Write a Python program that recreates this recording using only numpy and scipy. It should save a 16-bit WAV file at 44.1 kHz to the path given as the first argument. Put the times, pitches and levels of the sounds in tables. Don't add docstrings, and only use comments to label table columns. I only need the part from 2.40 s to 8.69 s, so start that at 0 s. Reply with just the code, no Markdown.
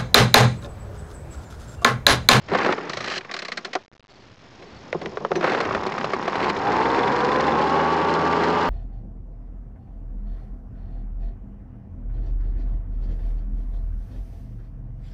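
import sys
import numpy as np
from scipy import signal
from scipy.fft import rfft, irfft
from scipy.io import wavfile
from scipy.ndimage import uniform_filter1d, map_coordinates

SR = 44100
rng = np.random.default_rng(int(sys.argv[2]) if len(sys.argv) > 2 else 0)


def to_wav(s):
    ch = np.atleast_2d(s).T
    pcm = np.round(np.clip(ch, -1, 1) * 32767)
    wavfile.write(sys.argv[1], SR, pcm.astype(np.int16))


def gain_from_db(level_db):
    decades = np.asarray(level_db, float) / 20
    return 10 ** decades


N = 277389
T = np.arange(N) / SR
CHOKE_S = 5.1

# (time [s], speed [turns/s])
SPEED = [(0, 18.6), (.34, 41.4), (.5, 30.4), (.9, 22.4), (3.0, 27), (3.2, 36.2), (3.4, 34.8), (3.55, 34.2),
         (3.63, 30), (3.65, 35.5), (3.725, 30), (3.745, 33), (3.83, 33.5), (3.87, 39.5), (3.94, 40.5),
         (3.96, 44), (4.05, 45)]
# (time [s], speed [turns/s])
CLIMB = [(4.1, 49.5), (4.29, 59), (4.45, 65), (4.58, 66.3), (4.73, 69.4), (4.8, 69.3), (4.92, 72),
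         (5.07, 74.4), (5.12, 74.2), (5.2, 77), (5.39, 79.9), (5.57, 81.6), (5.63, 81.4), (5.95, 83.1),
         (6.05, 84.5), (6.29, 85.5)]
# (place in the turn [0-1], level [dB])
PORT_BEATS = [(0, -3), (.34, -2), (.57, -8)]
TURN_STARTS_S = 3.5395
# (multiple of shaft speed, catching [dB], half choked [dB], choke open [dB])
SHAFT_TONES = [(1, 17, 12, 9), (2, -2, -2, -1), (3, -8, -7, -5), (4, -11, -9, -10), (5, -12, -9, -3),
               (6, -11, -8, -9), (7, -5, 2, -2), (8, -14, -13, -13), (9, -12, -13, -2), (10, -13, -10, -1),
               (11, -7, -1, 2), (12, -4, -5, -2), (13, -3, -4, -4), (14, 5, 6, 5), (15, -9, -10, -7),
               (16, -9, -8, -9), (17, -2, -3, -9), (18, -10, -9, -10)]
TONES_DB, TONE_WOBBLE_DB = .6, 1.05

# (time [s], level [dB])
FIRST_PULL = [(0.076, -58), (0.084, -35), (.11, -28), (.12, -26), (.153, -18), (.17, -20.5), (.251, -19.5),
              (0.337, -19.5)]
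COAST = [(.345, -31), (.485, -30.5)]
REWIND = [(.5, -36), (.52, -43.5), (.6, -42), (0.684, -36.5), (.787, -40)]
SLACK = [(.795, -54), (.885, -57.5), (0.897, -38)]
SECOND_PULL = [(2.98, -37), (2.995, -42.5), (3.043, -16), (3.056, -19), (3.072, -19), (3.261, -24)]
STUMBLE = [(3.281, -28.5), (3.35, -29), (3.646, -32.5), (3.923, -29), (4.099, -21.5)]
RUN = [(4.12, -29), (4.289, -18.5), (4.45, -18), (5.09, -18), (5.63, -18.5), (6.29, -18)]
# (rasp at start [dB], at end [dB], hiss at start [dB], at end [dB], loose shaking [0-1])
STAGE_TONE = [
    (-4, -8, -12.5, -18.5, 0.99),
    (-10, -7.5, -12, -40, 1),
    (-5.5, 11.5, -7, 8.5, 0.98),
    (-2, 8.5, -20, -32, 0.74),
    (-3.5, -11, -17, -18.5, 0.99),
    (-8.5, -5.5, -32, -11.5, 0.82),
    (-11.5, -12.5, -20, -18.5, 0.81),
]
# (time [s], level [dB])
LIT = [(4.1649, -37), (4.2168, -34), (4.2677, -30), (4.3166, -33), (4.3635, -35), (4.4104, -32),
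       (4.4548, -30), (4.4992, -33), (4.5436, -28), (4.589, -30), (4.6319, -28), (4.6753, -28),
       (4.7172, -31), (4.7601, -29), (4.8035, -29), (4.8474, -32), (4.8863, -34), (4.9152, -30),
       (4.9566, -32), (4.9965, -32), (5.037, -35), (5.0764, -34), (5.1178, -30), (5.1492, -34),
       (5.1836, -29), (5.222, -33), (5.2739, -31), (5.3118, -32), (5.3617, -31), (5.4001, -32),
       (5.4365, -32), (5.4745, -29), (5.5064, -36), (5.5363, -31), (5.5722, -33), (5.6151, -34),
       (5.6461, -32), (5.6835, -31), (5.7493, -33), (5.7927, -34), (5.8242, -40), (5.8656, -33),
       (5.9264, -28), (5.9614, -37), (5.9978, -33), (6.0337, -29), (6.0641, -37), (6.1045, -30),
       (6.1399, -32), (6.1734, -37), (6.2103, -32), (6.2572, -29)]
BURST_DB, BURST_RISE_S, BURST_S = 21, .001, .0033

# (frequency [Hz], gain [dB])
HOUSING = [(24, -61), (40, -51.5), (70, -20.5), (107, -15.5), (152, -9.5), (189, -5.5), (333, 1), (395, 2),
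           (524, -1), (674, -7.5), (788, -0.5), (937, -4), (1150, -6.5), (1240, -9), (1700, -9),
           (2210, -50), (3740, -120)]
# (frequency [Hz], gain [dB])
RASP = [(710, -15), (1200, -11.5), (1770, 11), (2360, 2.5), (2870, -2.5), (3240, -27.5), (3550, -0.5),
        (3800, -25), (4940, -33), (8360, -120)]
# (frequency [Hz], gain [dB])
HISS = [(1760, -15), (3000, 0), (3240, 0.5), (3560, -16), (3950, 0.5), (5180, -5), (5920, -11),
        (9000, -24.5)]
# (frequency [Hz], width [Hz], level [dB])
PORT = [(1033, 330, 0), (179, 53, -1)]
# (frequency [Hz], width [Hz], level [dB])
MUFFLER = [(2060, 520, -6.5), (3467, 270, 6.5), (4580, 1400, -5.5), (5260, 350, -0.5)]
# (frequency [Hz], width [Hz], level [dB])
INTAKE = [(2880, 280, 0)]

# (frequency [Hz], width [Hz], level [dB])
THUD = [(191, 57, -11), (374.7, 32, -3.5), (669, 402, -1.5), (812, 950, -4.5), (1117, 220, -4)]
CRACK = [(1530, 1080, 22.5), (2230, 740, 24.5), (2350, 52, 17.5), (3130, 1700, 15.5)]
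TICK = [(4160, 440, 10.5), (5560, 980, 12), (5650, 1200, 7)]
PAWL_RING = [(4090, 110, 3), (4490, 96, 0.5), (5730, 120, 4)]
BOOM = [(167, 24, 1.5), (215.3, 5.3, 4.5), (369, 56, 6), (535, 460, -5.5), (700, 88, -2), (1030, 140, -10),
        (1270, 690, -17.5)]
RIM = [(370, 65, -4), (515, 150, 1.5), (785, 530, -4.5), (1430, 820, -6)]
SEAT = [(383, 64, 1.5), (707, 140, 1), (1130, 91, 0), (1460, 150, -4.5)]

# (time [s], crack level [dB], thud against crack [dB])
FIRINGS = [
    (3.041, -24.5, 17),
    (3.2026, -22, 8.5),
    (3.3475, -22.5, 10.5),
    (3.465, -24.5, 6.5),
    (3.6421, -23.5, 9.5),
    (3.7328, -23, 8.5),
    (3.8775, -24, 13.5),
    (4.0426, -23, -18),
    (4.0971, -20, 1),
]
MISFIRES = [(3.026, -24, 17), (3.0741, -20.5, 16.5), (3.288, -27, 11), (3.306, -27, 17),
            (3.3239, -23.5, 2.2), (3.375, -29, 8.8), (3.402, -32, 3.5), (3.432, -25, 2.4), (3.49, -31, 6.8),
            (3.519, -24, 2), (3.549, -28.5, 8), (3.578, -22.5, 8.6), (3.609, -23, 4.1), (3.701, -27.5, 5.5),
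            (3.765, -41, 7), (3.793, -47, 6.6), (3.824, -26, 6), (3.853, -28, 7.8), (3.927, -25.5, 8),
            (3.9529, -20.5, 11.7), (4.0, -22, 13), (4.025, -20.5, 6.3), (4.07, -32.5, 9.1),
            (4.134, -54.5, 8), (4.162, -23.5, 6)]
JOLTS = [(.085, -34.5, 8), (.136, -34, 23.5), (.186, -24.5, 9.5), (.211, -29.5, 6), (.23, -29.5, -6),
         (.246, -22, 0), (.261, -23, 11), (.29, -30.5, 21), (.309, -34, 3), (.324, -19.5, 3), (.41, -40, 6),
         (.439, -43, -2), (3.009, -28.5, 11), (3.097, -25, 5.5), (3.118, -23.5, 8.5), (3.133, -24.5, 8),
         (3.147, -23.5, 11), (3.177, -30, 14), (3.21, -26, 3.5), (3.225, -41, 3), (3.251, -26.5, 1.5),
         (3.267, -35, 15.5)]
RATCHET = [(0.494, -23.5, 1.5), (0.5312, -24, -3), (0.5684, -22, 0.5), (.603, -22.5, -1), (.64, -23.5, -2),
           (0.6739, -25, 5.5), (.7, -42.5, 9.5), (0.7094, -25.5, 4), (0.734, -32.5, 2), (.748, -32.5, -7),
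           (0.7645, -27, 1.5), (0.7806, -35.5, 3), (0.9111, -24, -5.5), (0.9374, -21, -4),
           (0.9632, -24, -5.5), (0.988, -22, -12), (1.0186, -25, -2.5), (1.048, -23.5, -8),
           (1.0812, -25.5, -2), (1.117, -21.5, -6.5), (1.1712, -21, -4), (1.2463, -20.5, -6.5),
           (1.33, -21.5, -7)]
HANDLE_HOME = [
    (1.3525, -19.5, 6.9),
]
BUMPS = [
    (1.646, -64, 18),
    (.1466, -18, 11),
    (.3792, -27, 10),
    (.4314, -50, 3),
    (.468, -53, -3),
    (.8087, -27.5, -4),
    (.847, -30.5, 0.5),
    (.8975, -34, 6),
    (1.2774, -60, 29),
]
KNOCKS = [
    (0.1181, -34, 22.6),
    (2.5473, -46, 35),
    (2.6593, -22, 2.4),
    (2.9705, -40.5, 19),
]
RAPS = [
    (2.5281, -23, 4.6),
    (2.7716, -30.5, 13),
    (2.8487, -26.5, 14.2),
    (2.9171, -22.5, 11.5),
]
BRUSHES = [
    (1.775, -51.5, 8),
    (2.19, -45, 8),
    (2.222, -34, -0.5),
    (2.428, -56.5, 17.5),
    (2.614, -26.5, 5.5),
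    (2.718, -48.5, 23),
    (2.803, -46.5, 25.5),
    (2.905, -44, 27),
    (2.953, -17, 2),
]
RATTLES = [
    (5.703, -33, -13),
    (5.739, -25, -11),
]
SLACK_S = .85

# (time [s], level [dB], frequency [Hz], t60 [s])
SPRING = [
    (.965, -49, 5400, .1),
    (1.251, -46, 5600, .08),
    (2.959, -30, 5879, .085),
    (2.958, -40, 5674, .07),
    (2.96, -40, 4048, .16),
]
# (time [s], level [dB])
CHIRPS = [
    (1.695, -51),
    (1.745, -52),
    (1.797, -52),
    (2.258, -54),
    (2.306, -51),
    (2.354, -48),
]
CHIRP_HZ, CHIRP_FALL_HZ, CHIRP_S = 4600, 330, .032
# (frequency [Hz], gain [dB])
AIR = [(130, -2), (230, -2), (390, -3.5), (900, -8.5), (2400, -15.5), (4000, -21.5), (5000, -24.5),
       (5900, -31.5)]
# (frequency [Hz], gain [dB])
BREEZE = [(60, -15.5), (200, -3.0), (700, -14.5), (1500, -24.0)]
# (frequency [Hz], gain [dB])
WIND = [(20, -0.5), (60, -4.5), (130, -7.5), (250, -37.5)]
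# (peak time [s], level [dB], swell [dB/s], fade [dB/s])
GUSTS = [
    (.11, -51.5, 166, 37),
    (.62, -59.5, 41, 49),
    (2.0, -70, 33, 20),
    (3.301, -54, 10.5, 4),
    (4.04, -50.5, 51, 51),
    (4.3, -59.5, 31, 7),
]
# (frequency [Hz], width [Hz], level [dB])
INSECTS = [(5250, 470, 0)]
INSECT_THROB_HZ = 46.04
# (time [s], level [dB])
GAIN = [(0, -47.5), (.15, -37.5), (.62, -37), (.73, -48.5), (1.25, -44), (1.4, -47), (1.45, -54.5),
        (1.67, -54.5), (1.7, -52.5), (2.1, -47.5), (2.6, -40.5), (2.89, -41.5), (3.04, -34.5)]
# (frequency [Hz], gain [dB])
DECK = [(100, -14.5), (1000, 17), (8000, 14.0)]
# (start [s], end [s])
SHUT = [(1.463, 1.476), (1.483, 1.512), (1.544, 1.551), (1.571, 1.577), (1.587, 1.595), (1.609, 1.626),
        (1.632, 1.641), (1.652, 1.659), (1.663, 1.669), (1.674, 1.68)]
CAMERA_HZ, STEPS, OFFSET = 12000, 128, .00115


def unit(x):
    return x / np.sqrt(np.mean(x ** 2))


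def colour(x, points):
    hz, db = np.transpose(points)
    size = 4096
    log_hz = np.log(np.fft.rfftfreq(size, 1 / SR) + 1)
    gain_db = np.interp(log_hz, np.log(hz), db, left=db[0] - 27, right=db[-1] - 23)
    ceps = irfft(np.log(gain_from_db(gain_db)))
    ceps[1:size // 2] *= 2
    ceps[size // 2 + 1:] = 0
    taps = irfft(np.exp(rfft(ceps)))
    return signal.oaconvolve(x, taps / np.sqrt(np.sum(taps ** 2)))[:N]


def ring(x, peaks):
    click = signal.unit_impulse(4096)
    taps = np.zeros(4096)
    for k, (hz, width, db) in enumerate(peaks):
        taps += (-1) ** k * gain_from_db(db) * signal.lfilter(*signal.iirpeak(hz, hz / width, SR), click)
    return signal.oaconvolve(x, taps / np.sqrt(np.sum(taps ** 2)))[:N]


def walk(rate):
    k = int(SR / rate)
    held = np.repeat(rng.standard_normal(N // k + 1), k)
    return 2 * uniform_filter1d(uniform_filter1d(held, k), k)[:N]


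def pulses(turns, scatter_db, jitter):
    at = np.flatnonzero(np.diff(np.floor(turns)))
    spacing = np.gradient(at)
    late, size = rng.standard_normal((2, len(at)))
    moved = np.clip(at + (jitter * spacing * late).astype(int), 0, N - 1)
    out = np.zeros(N)
    np.add.at(out, moved, gain_from_db(scatter_db * size))
    speed = np.gradient(turns) * SR
    return out * np.sqrt(SR / np.maximum(speed, 1))


def engine():
    turns = np.cumsum(np.interp(T, *np.transpose([*SPEED, *CLIMB]))) / SR
    turns = turns - turns[int(TURN_STARTS_S * SR)]
    buzz_db, rasp_db, hiss_db, loose = stages()
    running = np.interp(T, [4.08, 4.26], [0, 1])
    opened = np.interp(T, [CHOKE_S - .08, CHOKE_S + .15], [0, 1])

    beats = np.zeros(N)
    for place, db in PORT_BEATS:
        beats += gain_from_db(db) * pulses(turns - place, scatter_db=1.5, jitter=.012)
    beats = -gain_from_db(-9 * running) * ring(beats, PORT)
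    clatter = unit(rng.standard_normal(N) * gain_from_db(.92 * walk(200)))
    buzz = colour(np.sqrt(1 - loose) * beats + np.sqrt(loose) * clatter, HOUSING)
    tones = shaft_tones(turns, opened)
    buzz += gain_from_db(TONES_DB) * running * unit(colour(tones, HOUSING))

    puff = .6 + .9 * np.exp(-(2 * turns % 1) / .4) * gain_from_db(1.5 * walk(70))
    rasp = colour(unit(puff * clatter + .16 * beats), RASP)
    hiss = colour(unit(puff * rng.standard_normal(N) * gain_from_db(1.6 * walk(200))), HISS)
    burst = lit_bursts() * (1 - .45 * opened)
    rasp *= 1 + .35 * burst
    hiss += ring(burst * rng.standard_normal(N), MUFFLER)
    hiss += gain_from_db(-2) * opened * ring(puff * rng.standard_normal(N), INTAKE)
    return gain_from_db(buzz_db) * buzz + gain_from_db(rasp_db) * rasp + gain_from_db(hiss_db) * hiss


def stages():
    def still(s):
        return s, -90, -90, -90, 0

    curves = [FIRST_PULL, COAST, REWIND, SLACK, SECOND_PULL, STUMBLE, RUN]
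    rows = [still(0)]
    for curve, (rasp0, rasp1, hiss0, hiss1, loose) in zip(curves, STAGE_TONE):
        start, end = curve[0][0], curve[-1][0]
        for s, db in curve:
            done = (s - start) / (end - start)
            rasp_db = db + rasp0 + done * (rasp1 - rasp0)
            hiss_db = db + hiss0 + done * (hiss1 - hiss0)
            rows.append((s, db, rasp_db, hiss_db, loose))
        if curve is SLACK:
            rows += [still(.93), still(2.95)]
    times, *levels = np.array(rows).T
    return [np.interp(T, times, level) for level in levels]


def shaft_tones(turns, opened):
    catching = np.interp(T, [4.3, 4.6], [1, 0])
    uneven = turns + .007 * walk(22)
    tones = np.zeros(N)
    for k, catch_db, rich_db, lean_db in SHAFT_TONES:
        level_db = rich_db + catching * (catch_db - rich_db) + opened * (lean_db - rich_db)
        level_db = level_db + TONE_WOBBLE_DB * min(k / 4, 1) * walk(30)
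        drift = .4 * k ** 2 + .013 * (k + 10) * walk(20)
        tones += gain_from_db(level_db) * np.cos(2 * np.pi * k * uneven + drift)
    return tones


def lit_bursts():
    at, db = np.transpose(LIT)
    last = np.maximum(np.searchsorted(at, T) - 1, 0)
    age = np.maximum(T - at[last] + BURST_RISE_S, 0) * (T > at[0])
    return gain_from_db(BURST_DB + db[last] / 2) * age / BURST_RISE_S * np.exp(-age / BURST_S)


def blows(table, shell, tick_db, t60, snap, rise_s, linger, trim_db):
    shake = np.zeros((3, N))
    age = np.arange(SR // 6) / SR
    t60s = t60 * np.array([[linger], [1], [.8]])
    envelope = np.exp(-np.log(1000) * age / t60s) * np.minimum(age / rise_s, 1)
    for s, db, thud_db in table:
        chatter = rng.standard_normal((3, len(age))) * envelope
        chatter[:, 0] += snap
        part_db = np.array([[thud_db], [0], [tick_db]])
        start = int(s * SR)
        shake[:, start:start + len(age)] += chatter * gain_from_db(db + trim_db + part_db)
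    dull = signal.sosfilt(signal.butter(2, 1500, fs=SR, output="sos"), shake[0])
    heard = ring(dull, shell) + ring(shake[1], CRACK) + ring(shake[2], TICK)
    return signal.sosfilt(signal.butter(2, [140, 6500], "band", fs=SR, output="sos"), heard)


def ignition():
    out = blows(FIRINGS, THUD, tick_db=-8.5, t60=.049, snap=4, rise_s=.0015, linger=.86, trim_db=4.5)
    out += blows(MISFIRES, THUD, tick_db=-19, t60=.04, snap=.5, rise_s=.004, linger=.74, trim_db=4)
    return out + blows(RATTLES, THUD, tick_db=6, t60=.012, snap=3, rise_s=.0005, linger=1, trim_db=0)


def starter():
    out = blows(JOLTS, THUD, tick_db=-13.5, t60=.03, snap=3.7, rise_s=.0023, linger=.73, trim_db=7.5)
    out += blows(RATCHET, THUD, tick_db=-1.5, t60=.055, snap=0, rise_s=.0035, linger=1.6, trim_db=3)
    out += blows(HANDLE_HOME, SEAT, tick_db=-5, t60=.034, snap=5.8, rise_s=.0014, linger=1.5, trim_db=4.5)
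    return out + pawl_ring()


def pawl_ring():
    hits = np.zeros(N)
    age = np.arange(SR // 20) / SR
    for s, db, _ in RATCHET:
        ring_db = db - 14 if s < SLACK_S else db - 26.5
        start = int(s * SR)
        hits[start:start + len(age)] += gain_from_db(ring_db) * rng.standard_normal(len(age)) * np.exp(-age / .02)
    return ring(hits, PAWL_RING)


def handling():
    out = blows(BUMPS, THUD, tick_db=-38, t60=.028, snap=1.6, rise_s=.0029, linger=1.3, trim_db=5)
    out += blows(KNOCKS, BOOM, tick_db=-19, t60=.028, snap=12, rise_s=.0007, linger=2.1, trim_db=-1.5)
    out += blows(RAPS, RIM, tick_db=-19, t60=.024, snap=16, rise_s=.0007, linger=1.8, trim_db=0)
    return out + blows(BRUSHES, BOOM, tick_db=-11, t60=.065, snap=0, rise_s=.0013, linger=4.8, trim_db=-2)


def recoil_spring():
    out = np.zeros(N)
    for s, db, hz, t60 in SPRING:
        age = np.maximum(T - s, 0)
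        out += gain_from_db(db) * np.sin(2 * np.pi * hz * age) * np.exp(-np.log(1000) * age / t60)
    return out


def deck_scatter(near):
    age = np.arange(SR // 5) / SR
    tail = rng.standard_normal(len(age)) * np.exp(-np.log(1000) * age / .56) * (age > .003)
    return gain_from_db(-72) * colour(signal.fftconvolve(near, tail)[:N], DECK)


def bird():
    out = np.zeros(N)
    for s, db in CHIRPS:
        age = np.clip((T - s) / CHIRP_S, 0, 1)
        phase = 2 * np.pi * CHIRP_S * age * (CHIRP_HZ - CHIRP_FALL_HZ * age / 2)
        out += gain_from_db(db) * np.sin(np.pi * age) * np.sin(phase)
    return out


def garden():
    level_db = np.interp(T, *np.transpose(GAIN))
    air = colour(rng.standard_normal(N), AIR) * gain_from_db(.8 * walk(23))
    breeze = colour(rng.standard_normal(N), BREEZE) * gain_from_db(-6 + 2.9 * walk(29.926))
    throb = 1 + np.sin(2 * np.pi * INSECT_THROB_HZ * T + walk(8.1))
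    insects = gain_from_db(-14) * ring(throb * rng.standard_normal(N), INSECTS)
    gusts = [db - np.where(T < s, swell * (s - T), fade * (T - s)) for s, db, swell, fade in GUSTS]
    wind_db = np.max(gusts, axis=0) + 20 + 2 * walk(10)
    wind = colour(rng.standard_normal(N), WIND) * gain_from_db(wind_db)
    return gain_from_db(level_db) * (air + breeze + insects) + wind


def scene():
    near = engine() + ignition() + starter() + handling()
    mix = near + deck_scatter(near) + recoil_spring() + bird() + garden()
    return mix[None]


def band_limit(x):
    return signal.sosfilt(signal.butter(12, 13700, fs=SR, output="sos"), x)


def record(dry):
    x = signal.sosfilt(signal.butter(2, 90, "high", fs=SR, output="sos"), dry[0])
    x = x - 1.4 * np.convolve(x, [1, -2, 1], "same")
    x = signal.sosfilt(signal.ellip(8, .3, 60, 6200, fs=SR, output="sos"), x)
    shut = np.any([(T > a) & (T < b) for a, b in SHUT], axis=0)
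    x = np.tanh(1.1 * x * np.where(shut, gain_from_db(-20), 1)) / 1.75
    slow_at = np.arange(N * CAMERA_HZ // SR + 1) * SR / CAMERA_HZ
    slow = map_coordinates(x, [slow_at], mode="nearest")
    slow = np.round((slow + OFFSET) * STEPS) / STEPS
    slow = np.convolve(slow, [.1, .8, .1], "same")
    mix = map_coordinates(slow, [T * CAMERA_HZ], mode="nearest")[None]
    return band_limit(mix)


dry = scene()
out = record(dry)
to_wav(out)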